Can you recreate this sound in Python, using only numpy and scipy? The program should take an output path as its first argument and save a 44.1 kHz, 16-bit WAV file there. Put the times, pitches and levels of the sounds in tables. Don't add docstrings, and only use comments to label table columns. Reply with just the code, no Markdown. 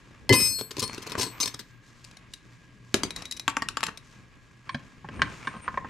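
import sys
import numpy as np
from scipy import signal
from scipy.fft import rfft, irfft, next_fast_len
from scipy.io import wavfile
from scipy.ndimage import uniform_filter1d

SR = 44100
rng = np.random.default_rng(int(sys.argv[2]) if len(sys.argv) > 2 else 0)


def transcribe(u):
    v = np.clip(np.atleast_2d(u).T, -1, 1)
    q = np.round(v * 32767).astype(np.int16)
    wavfile.write(sys.argv[1], SR, q)


N = 259749
T = np.arange(N) / SR

# (frequency [Hz], level [dB], t60 [s])
STEEL_MODES = [(1725, -13, .1), (2053, -10, .2), (2498, -14, .25), (3044, -14, .25), (3836, -7, .2),
               (4328, -3, .3), (4694, -4, .16), (5125, -1, .3), (5321, 0, .3), (5650, -2, .06),
               (6280, -2, .2), (7224, -6, .1), (8037, -2, .35), (8474, -6, .3), (8690, -14, .2),
               (8905, -2, .3), (10840, -9, .25), (11240, -7, .2), (11510, -10, .3), (11940, -8, .35),
               (12060, -6, .45), (12250, -9, .3), (12720, -10, .3), (13120, -12, .25)]


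def undb(db):
    return 10 ** (np.asarray(db) / 20)


def unit(x):
    return x / np.sqrt(np.mean(x ** 2))


def fade(t, t60):
    return np.exp(-np.log(1000) * t / t60)


def gesture(t, length_s, attack_s, release_s):
    return np.clip(t / attack_s, 0, 1) * np.exp(-np.maximum(t - length_s, 0) / release_s)


def add(out, start_s, sound):
    i = int(start_s * SR)
    out[:, i:i + sound.shape[1]] += sound[:, :N - i]


def band(x, low_hz, high_hz):
    return signal.sosfilt(signal.butter(4, [low_hz, high_hz], "band", fs=SR, output="sos"), x)


def colour(x, hz, db):
    n = 2 * next_fast_len(x.shape[-1] // 2 + 2048, True)
    gain_db = np.interp(np.log(np.arange(n // 2 + 1) * SR / n + 1), np.log(hz), db)
    cepstrum = irfft(np.log(undb(gain_db)))
    cepstrum[1:n // 2] *= 2
    cepstrum[n // 2 + 1:] = 0
    return irfft(rfft(x, n) * np.exp(rfft(cepstrum)))[..., :x.shape[-1]]


def drift(rate_hz, size=N):
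    hold = max(int(SR / rate_hz), 1)
    steps = np.repeat(rng.standard_normal(size // hold + 1), hold)
    return unit(uniform_filter1d(uniform_filter1d(steps, hold), hold)[:size])


def stereo_noise(size, side):
    mid, diff = rng.standard_normal((2, size))
    return mid + side * np.array([diff, -diff])


def panned(x, pan_db):
    return x * undb(np.array([[pan_db], [-pan_db]]) / 2)


def placed(x, pan_db):
    return np.array([colour(channel, [200, 1500], [db / 8, db / 2])
                     for channel, db in zip(x, (pan_db, -pan_db))])


def contact(strike, slide_s, band_db):
    # (low edge [Hz], high edge [Hz]), then (centre [Hz]) of each
    bands = [(80, 600), (600, 2500), (2500, 7000), (7000, 16000)]
    centres = [250, 1300, 4300, 10000]
    count = int(slide_s * SR)
    if count > 1:
        slipping = rng.random(count) < 1100 / SR
        slips = slipping * rng.standard_normal(count) * np.linspace(1, .6, count)
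        slips[0] = 1
        strike = signal.fftconvolve(strike, slips[None], axes=1)[:, :strike.shape[1]]
    attack = strike[:, :int((.012 + slide_s) * SR)]
    tint_db = np.zeros(len(bands))
    for _ in range(2):
        tinted = colour(attack, centres, tint_db)
        power = [np.mean(band(tinted, *edges) ** 2) for edges in bands]
        tint_db += band_db - 10 * np.log10(power)
    curve_db = np.r_[tint_db[0] - 16, tint_db[0] - 1, tint_db, tint_db[-1] - 4]
    return colour(strike, [25, 90, *centres, 13000], curve_db)


def struck(hits, modes, balance_db, ring_s, pan_db, crack_db, crack_s, scatter_db, scatter_s):
    # (thump, body, edge, top) [dB per dB of hardness]
    hardness_tilt = [-1.55, -0.29, 0.66, 0.79]
    usual_db, doubling_db = -31, 7
    out = np.zeros((2, N))
    t = np.arange(int(.35 * SR)) / SR
    hz, db, t60 = np.transpose(modes)
    partials = fade(t, t60[:, None]) * np.exp(2j * np.pi * hz[:, None] * t)
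    for start, slide_s, strength_db, hardness_db, *thump_db in hits:
        size, sign, skew = rng.standard_normal((len(modes), 3)).T
        phase = np.array([[1], [-1]]) * skew * hz / 16000
        weights = np.sign(sign) * undb(db + 2 * size) * np.exp(1j * phase)
        free_s = ring_s * 2 ** ((strength_db - usual_db) / doubling_db)
        ring = (weights @ partials).imag * fade(t, max(free_s, .02))
        burst = stereo_noise(len(t), .31) * fade(t, crack_s)
        scatter = stereo_noise(len(t), .97) * fade(t, scatter_s) * undb(scatter_db)
        crack = undb(crack_db) * signal.lfilter([1, -1], [1, -.93], burst + scatter)
        band_db = strength_db + np.array(balance_db) + hardness_db * np.array(hardness_tilt)
        if thump_db:
            band_db[0] = thump_db[0]
        add(out, start, contact(ring + crack, slide_s, band_db))
    return placed(out, pan_db)


def garage_air():
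    # (frequency [Hz], relative level [dB])
    air_spectrum = [(15, -38), (25, 7.5), (76, -11), (127, 2.5), (344, -11.5), (863, -30), (1100, -32),
                    (1440, -18.5), (1650, -16.5), (1890, -10.5), (2610, -15), (7510, -33.5), (12200, -40.5),
                    (14400, -65), (16000, -36.5)]
    # (centre [Hz], width [Hz], level [dB])
    hum_bands = [(119.24, 7.6, -58), (1644, 92, -66.5), (1107, 180, -73.5)]
    air = unit(colour(stereo_noise(N, .4), *np.transpose(air_spectrum))) * undb(-61 + drift(5.5))
    hum = sum(undb(db) * unit(band(stereo_noise(N, .34), hz - width / 2, hz + width / 2))
              for hz, width, db in hum_bands)
    return air + hum


def rustling_sleeves():
    # (time [s], length [s], level [dB], brightness [dB])
    strokes = [(0, 0.33, -58, -5), (0.317, 0.1, -39.5, -6), (0.724, 0.37, -44.5, 6),
               (1.104, 0.38, -44, 5.5), (1.807, 0.3, -60, 12.5), (2.291, 0.17, -64.5, 13),
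               (2.955, .12, -47, -4.5), (3.145, 0.052, -41, 7), (3.26, 0.25, -57.5, 1),
               (3.48, 0.39, -52, -3.5), (4.018, 0.12, -64, 17), (4.634, 0.44, -55.5, -4),
               (5.098, 0.15, -44.5, -5), (5.22, .3, -44, 3), (5.576, 0.41, -48, -1.5)]
    # (low, mid, high) [dB]
    balance_db = [-2.5, -5.5, -18]
    fidget_db = [-58.5, -64.5, -71]
    # (frequency [Hz], relative level [dB])
    rub_spectrum = [(40, 3.5), (130, 3.5), (260, 1.5), (450, -10), (750, -18.5), (1080, -8.5), (1600, -16),
                    (2400, -12.5), (4000, -15), (7000, -15), (10000, -29.5), (12500, -32), (14000, -45.5)]
    gains = undb(fidget_db)[:, None] * np.ones(N)
    for start, length_s, db, bright_db in strokes:
        envelope = gesture(T - start, length_s, attack_s=.03, release_s=.064)
        stroke = undb(db + np.array(balance_db) + bright_db * np.array([-1, 0, 1]))
        gains = np.hypot(gains, stroke[:, None] * envelope)
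    grain = stereo_noise(N, .36) * undb(1.97 * drift(500))
    rub = colour(grain, *np.transpose(rub_spectrum))
    registers = band(rub, 38, 550), band(rub, 590, 2640), band(rub, 3300, 14000)
    rustle = sum(gain * undb(2 * drift(25)) * unit(noise) for gain, noise in zip(gains, registers))
    return panned(rustle, 1.4)


def rummaged_tools():
    # (time [s], slide [s], strength [dB], hardness [dB])
    hits = [(.2925, 0.0015, -26.5, 3.5), (.3005, 0.015, -36, -13.5), (.3255, .006, -24.5, 3.5),
            (.3335, 0.0074, -23, -1), (.35, 0.0061, -40.5, -4), (.385, 0.098, -42, 7.5),
            (.5858, 0.019, -45, 5), (.6114, 0.003, -39, -1), (.7086, 0.012, -43.5, 3.5),
            (.768, 0.0038, -41, 1.5), (.7819, 0.0056, -39.5, -2), (.7937, 0.013, -43, 18.5),
            (.82, 0.021, -33, 2), (.878, 0, -52.5, 17), (.9314, 0.02, -45.5, 2), (.979, 0.0051, -43, -1.5),
            (1.0205, 0.016, -49.5, 5.5), (1.0672, 0.0089, -43, 1.5), (1.0953, 0.015, -47, 2.5),
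            (1.1196, 0, -38.5, 3), (1.1791, 0.022, -37.5, -1.5), (1.186, 0.028, -35.5, 4.5),
            (1.212, 0.031, -33, 5), (1.25, 0.04, -45, -1), (1.402, 0.011, -33, 8),
            (1.428, 0.013, -34.5, 8.5), (1.4581, 0.002, -35.5, 8.5), (1.4751, 0.0046, -37.5, 7),
            (1.5416, 0.0061, -42.5, 3.5), (1.5914, 0.023, -46.5, 5)]
    # (frequency [Hz], level [dB], t60 [s])
    tray_modes = [(87, -2, 0.094), (124.3, 6, 0.63), (157, -2.5, .08), (238, -2.5, 0.17),
                  (265.5, 10.5, 0.12), (317, 4, 0.17), (416, 6.5, 0.078), (418, 10.5, 0.072),
                  (549, -3, 0.12), (643, -10, .05), (828, -5.5, 0.065), (966, 3, 0.13), (1026, 6, 0.15),
                  (1191, -6, 0.24)]
    # (thump, body, edge, top) [dB]
    balance_db = [2, -3, 0, -7.5]
    return struck(hits, STEEL_MODES + tray_modes, balance_db, ring_s=.15, pan_db=4.8,
                  crack_db=18, crack_s=.009, scatter_db=-21, scatter_s=.11)


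def steel_tone(t, near_hz):
    mode_hz = np.transpose(STEEL_MODES)[0]
    hz = mode_hz[np.argmin(abs(mode_hz - near_hz))]
    flutter_db = 1.1 * drift(35, len(t)) + .8 * drift(300, len(t))
    phase = 2 * np.pi * hz * t + .51 * drift(40, len(t))
    return undb(flutter_db) * np.sin(phase + np.array([[1], [-1]]) * hz / 17000)


def singing_steel():
    # (frequency [Hz], level [dB], t60 [s])
    clang_modes = [(1725, -25.5, 0.17), (2053, -9, 0.22), (3044, -23, 0.28), (4328, -25.5, 0.41)]
    # (time [s], length [s], level [dB])
    pulls = [(0.327, 0.33, 2), (.815, 0.06, -19), (1.188, 0.14, -14.5), (1.405, 0.078, -13)]
    # (frequency [Hz], peak [dB], antinode place [pulls], antinode width [pulls])
    singing_modes = [(2498, -31, 0, 0.26), (4328, -34.5, 0.71, 0.16), (5125, -24.5, 0.28, 0.2),
                     (5321, -35, 0, 0.3), (6280, -34.5, 0.37, 0.16), (8037, -33, 0.47, 0.27),
                     (8474, -27.5, 0.27, 0.27), (8905, -29.5, 0.1, .25), (10840, -33, 0, .2),
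                     (11240, -47, .1, .3), (11510, -41.5, .15, 0.24), (11880, -46.5, 0.1, .3),
                     (12360, -43, .1, .4), (12430, -37, .1, .35), (12720, -47, 0.6, 0.37),
                     (13120, -47, .25, .25)]
    # (time [s], frequency [Hz], level [dB], t60 [s])
    lingering = [(.82, 4328, -32.5, 0.42), (.818, 8905, -27, 0.18), (1.3, 12060, -54.5, 0.88),
                 (1.215, 8037, -42, 0.36), (1.403, 6280, -19.5, 0.18)]
    clang_s, rise_s = .2935, .0059
    out, t = np.zeros((2, N)), T[:SR // 2]
    rise = 1 - np.exp(-t / rise_s)
    for hz, db, t60 in clang_modes:
        add(out, clang_s, undb(db) * rise * fade(t, t60) * steel_tone(t, hz))
    for start, length_s, pull_db in pulls:
        pull = gesture(t, length_s, attack_s=.007, release_s=.071)
        for hz, db, place, width in singing_modes:
            swell = np.exp(-.5 * ((t / length_s - place) / width) ** 2)
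            add(out, start, undb(pull_db + db) * pull * swell * steel_tone(t, hz))
    for start, hz, db, t60 in lingering:
        add(out, start, undb(db) * rise * fade(t, t60) * steel_tone(t, hz))
    return panned(out, 6.4)


def knocking_extension():
    # (time [s], slide [s], strength [dB], hardness [dB])
    hits = [(.8968, 0.00092, -45, -6), (1.1528, 0.00037, -38, -9.5), (3.4793, 0.002, -24, -0.5),
            (3.4952, 0.0067, -43, 6), (3.568, 0.0013, -28, -3), (3.621, 0.0055, -32.5, -3),
            (3.6864, 0.0051, -35, 8), (3.7703, 0.0016, -30.5, 0), (3.8067, 0, -41, 1),
            (3.8305, 0.00047, -29.5, 0), (3.8368, 0.0029, -32.5, 8), (3.8656, .003, -38.5, 8.5),
            (3.8803, 0.013, -42, -5.5), (3.892, 0.00051, -46.5, -5)]
    # (frequency [Hz], level [dB], t60 [s]), then its (thump, body, edge, top) [dB]
    modes = [(273, -7.5, 0.14), (507, -19, 0.075), (902, -5.5, 0.23), (1138, 1, 0.07), (1327, 3.5, 0.028),
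             (1574, 1.5, 0.038), (1865, -1.5, 0.036), (2380, -3, 0.023), (2710, 6, 0.014),
             (3580, -26, 0.19), (5800, -6, 0.017), (7310, 2.5, 0.14)]
    balance_db = [-11, 2.5, -2, -9.5]
    return struck(hits, modes, balance_db, ring_s=.1, pan_db=3.8,
                  crack_db=17, crack_s=.013, scatter_db=-20, scatter_s=.11)


def rattling_socket():
    # (time [s], slide [s], strength [dB], hardness [dB])
    hits = [(2.0433, .005, -52, 4.5), (2.1122, 0, -53, -3.5), (2.1691, 0.0048, -51, -2.5),
            (2.3362, 0.0065, -45, 4), (3.1064, 0, -35.5, -2.5), (3.1619, 0.0041, -38.5, 2),
            (3.222, 0.0031, -41, -4), (3.2544, 0, -40, 1), (3.3115, 0.0028, -40.5, 8), (3.3232, 0, -40, 7),
            (3.3663, 0.0087, -47, 5), (3.3965, 0, -38, 3.5), (3.9741, 0.0032, -45, 0)]
    # (frequency [Hz], level [dB], t60 [s]), then its (thump, body, edge, top) [dB]
    modes = [(2030, -10, .07), (2455, -7, .12), (3849, -4, .5), (4020, -3, .04), (5300, -2, .03),
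             (5900, -2, .035), (7510, -11, .1), (10120, -5, .06)]
    balance_db = [-16.5, -8, 0.5, -6]
    return struck(hits, modes, balance_db, ring_s=.26, pan_db=4.4,
                  crack_db=10, crack_s=.016, scatter_db=-21, scatter_s=.12)


def tool_on_bench():
    # (time [s], slide [s], strength [dB], hardness [dB])
    hits = [(2.9422, 0.0014, -22, 2), (3.0331, .002, -28.5, 3.5), (3.05, 0.0018, -49, -5.5)]
    # (frequency [Hz], level [dB], t60 [s]), then its (thump, body, edge, top) [dB]
    modes = [(106, -14.5, 0.58), (146, -14.5, 0.11), (230, -5.5, .12), (262.4, -1.5, 0.12),
             (774, -5.5, 0.049), (327, 2.5, 0.055), (397, 1, 0.1), (437, -6.5, 0.093), (476, -9.5, 0.15),
             (558, -6, 0.15), (635, -2.5, 0.16), (1390, -4, 0.077), (1680, 2.5, 0.049), (2085, 1.5, 0.0297),
             (6100, 8, .05), (6670, 1, .04)]
    balance_db = [4.5, -3, -0.5, -7]
    return struck(hits, modes, balance_db, ring_s=.15, pan_db=3.5,
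                  crack_db=21.5, crack_s=.015, scatter_db=-18, scatter_s=.14)


def valve_cover():
    # (time [s], slide [s], strength [dB], hardness [dB], thump [dB])
    hits = [(4.6927, 0.0018, -28, 8, -59), (4.7453, .002, -29, 13, -31), (5.045, 0.0075, -46.5, -11.5, -43),
            (5.0873, .002, -38, 8.5, -42), (5.1931, 0.0069, -37.5, 1, -37.5),
            (5.2187, 0.00027, -14.5, 11, -35), (5.472, 0.0026, -25.5, 5, -39.5),
            (5.54, 0.029, -43.5, 2, -45), (5.679, .0045, -28, -6.5, -44), (5.742, 0.0017, -40, -7, -45),
            (5.774, 0.0015, -26.5, -8, -39.5), (5.845, 0.006, -40, -11, -42.5)]
    # (frequency [Hz], level [dB], t60 [s]), then their (thump, body, edge, top) [dB]
    modes = [(148, -12, .14), (240, -9, .12), (565, -10, .09), (960, -4, .04), (1070, 3, .07),
             (1230, -5, .04), (1600, 4, .06), (1770, 2, .05), (1960, -1, .04), (2260, -1, .04),
             (2820, -5, .03), (3200, 2, .025), (3900, -6, .03), (4270, -14, .025), (8690, -10, .5)]
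    balance_db = [-12, 0, -18, -40]
    return struck(hits, modes, balance_db, ring_s=.69, pan_db=-.5,
                  crack_db=11.5, crack_s=.04, scatter_db=-22, scatter_s=.15)


def chirping_socket():
    # (time [s], level [dB])
    twists = [(4.71, -65.5), (5.2, -61.5), (5.48, -61.5), (5.635, -57.5)]
    chirp_hz, width_s = 8690, .025
    swell = sum(undb(db) / (1 + ((T - peak_s) / width_s) ** 2) for peak_s, db in twists)
    return panned(swell * undb(5.5 * drift(60)) * steel_tone(T, chirp_hz), 4)


def garage_walls(x, wet_db, low_t60, high_t60):
    t = np.arange(SR // 2) / SR
    noise = stereo_noise(len(t), .26)
    low = band(noise, 74, 3000) * fade(t, low_t60)
    high = undb(-4.5) * band(noise, 3500, 14000) * fade(t, high_t60)
    build_up = np.clip(t / .018, 0, 1)
    decay_energy = SR * low_t60 / np.log(1e6)
    tail = (low + high) * build_up / np.sqrt(decay_energy)
    return undb(wet_db) * signal.fftconvolve(x, tail, axes=1)[:, :N]


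def scene():
    steel = singing_steel() + chirping_socket() + rummaged_tools()
    held = tool_on_bench() + rattling_socket() + knocking_extension() + valve_cover()
    tools = steel + colour(held, [10000, 12500, 15000], [0, -6, -14])
    echo = garage_walls(tools, wet_db=-12.5, low_t60=.36, high_t60=.26)
    return tools + echo + rustling_sleeves() + garage_air()


def record(dry):
    dulled = colour(dry, [13100, 13800, 16000], [0, -9, -12])
    rounded = np.tanh(.7 * dulled) / .7
    return signal.sosfilt(signal.ellip(8, .2, 70, 16000, fs=SR, output="sos"), rounded)


dry = scene()
out = record(dry)
transcribe(out)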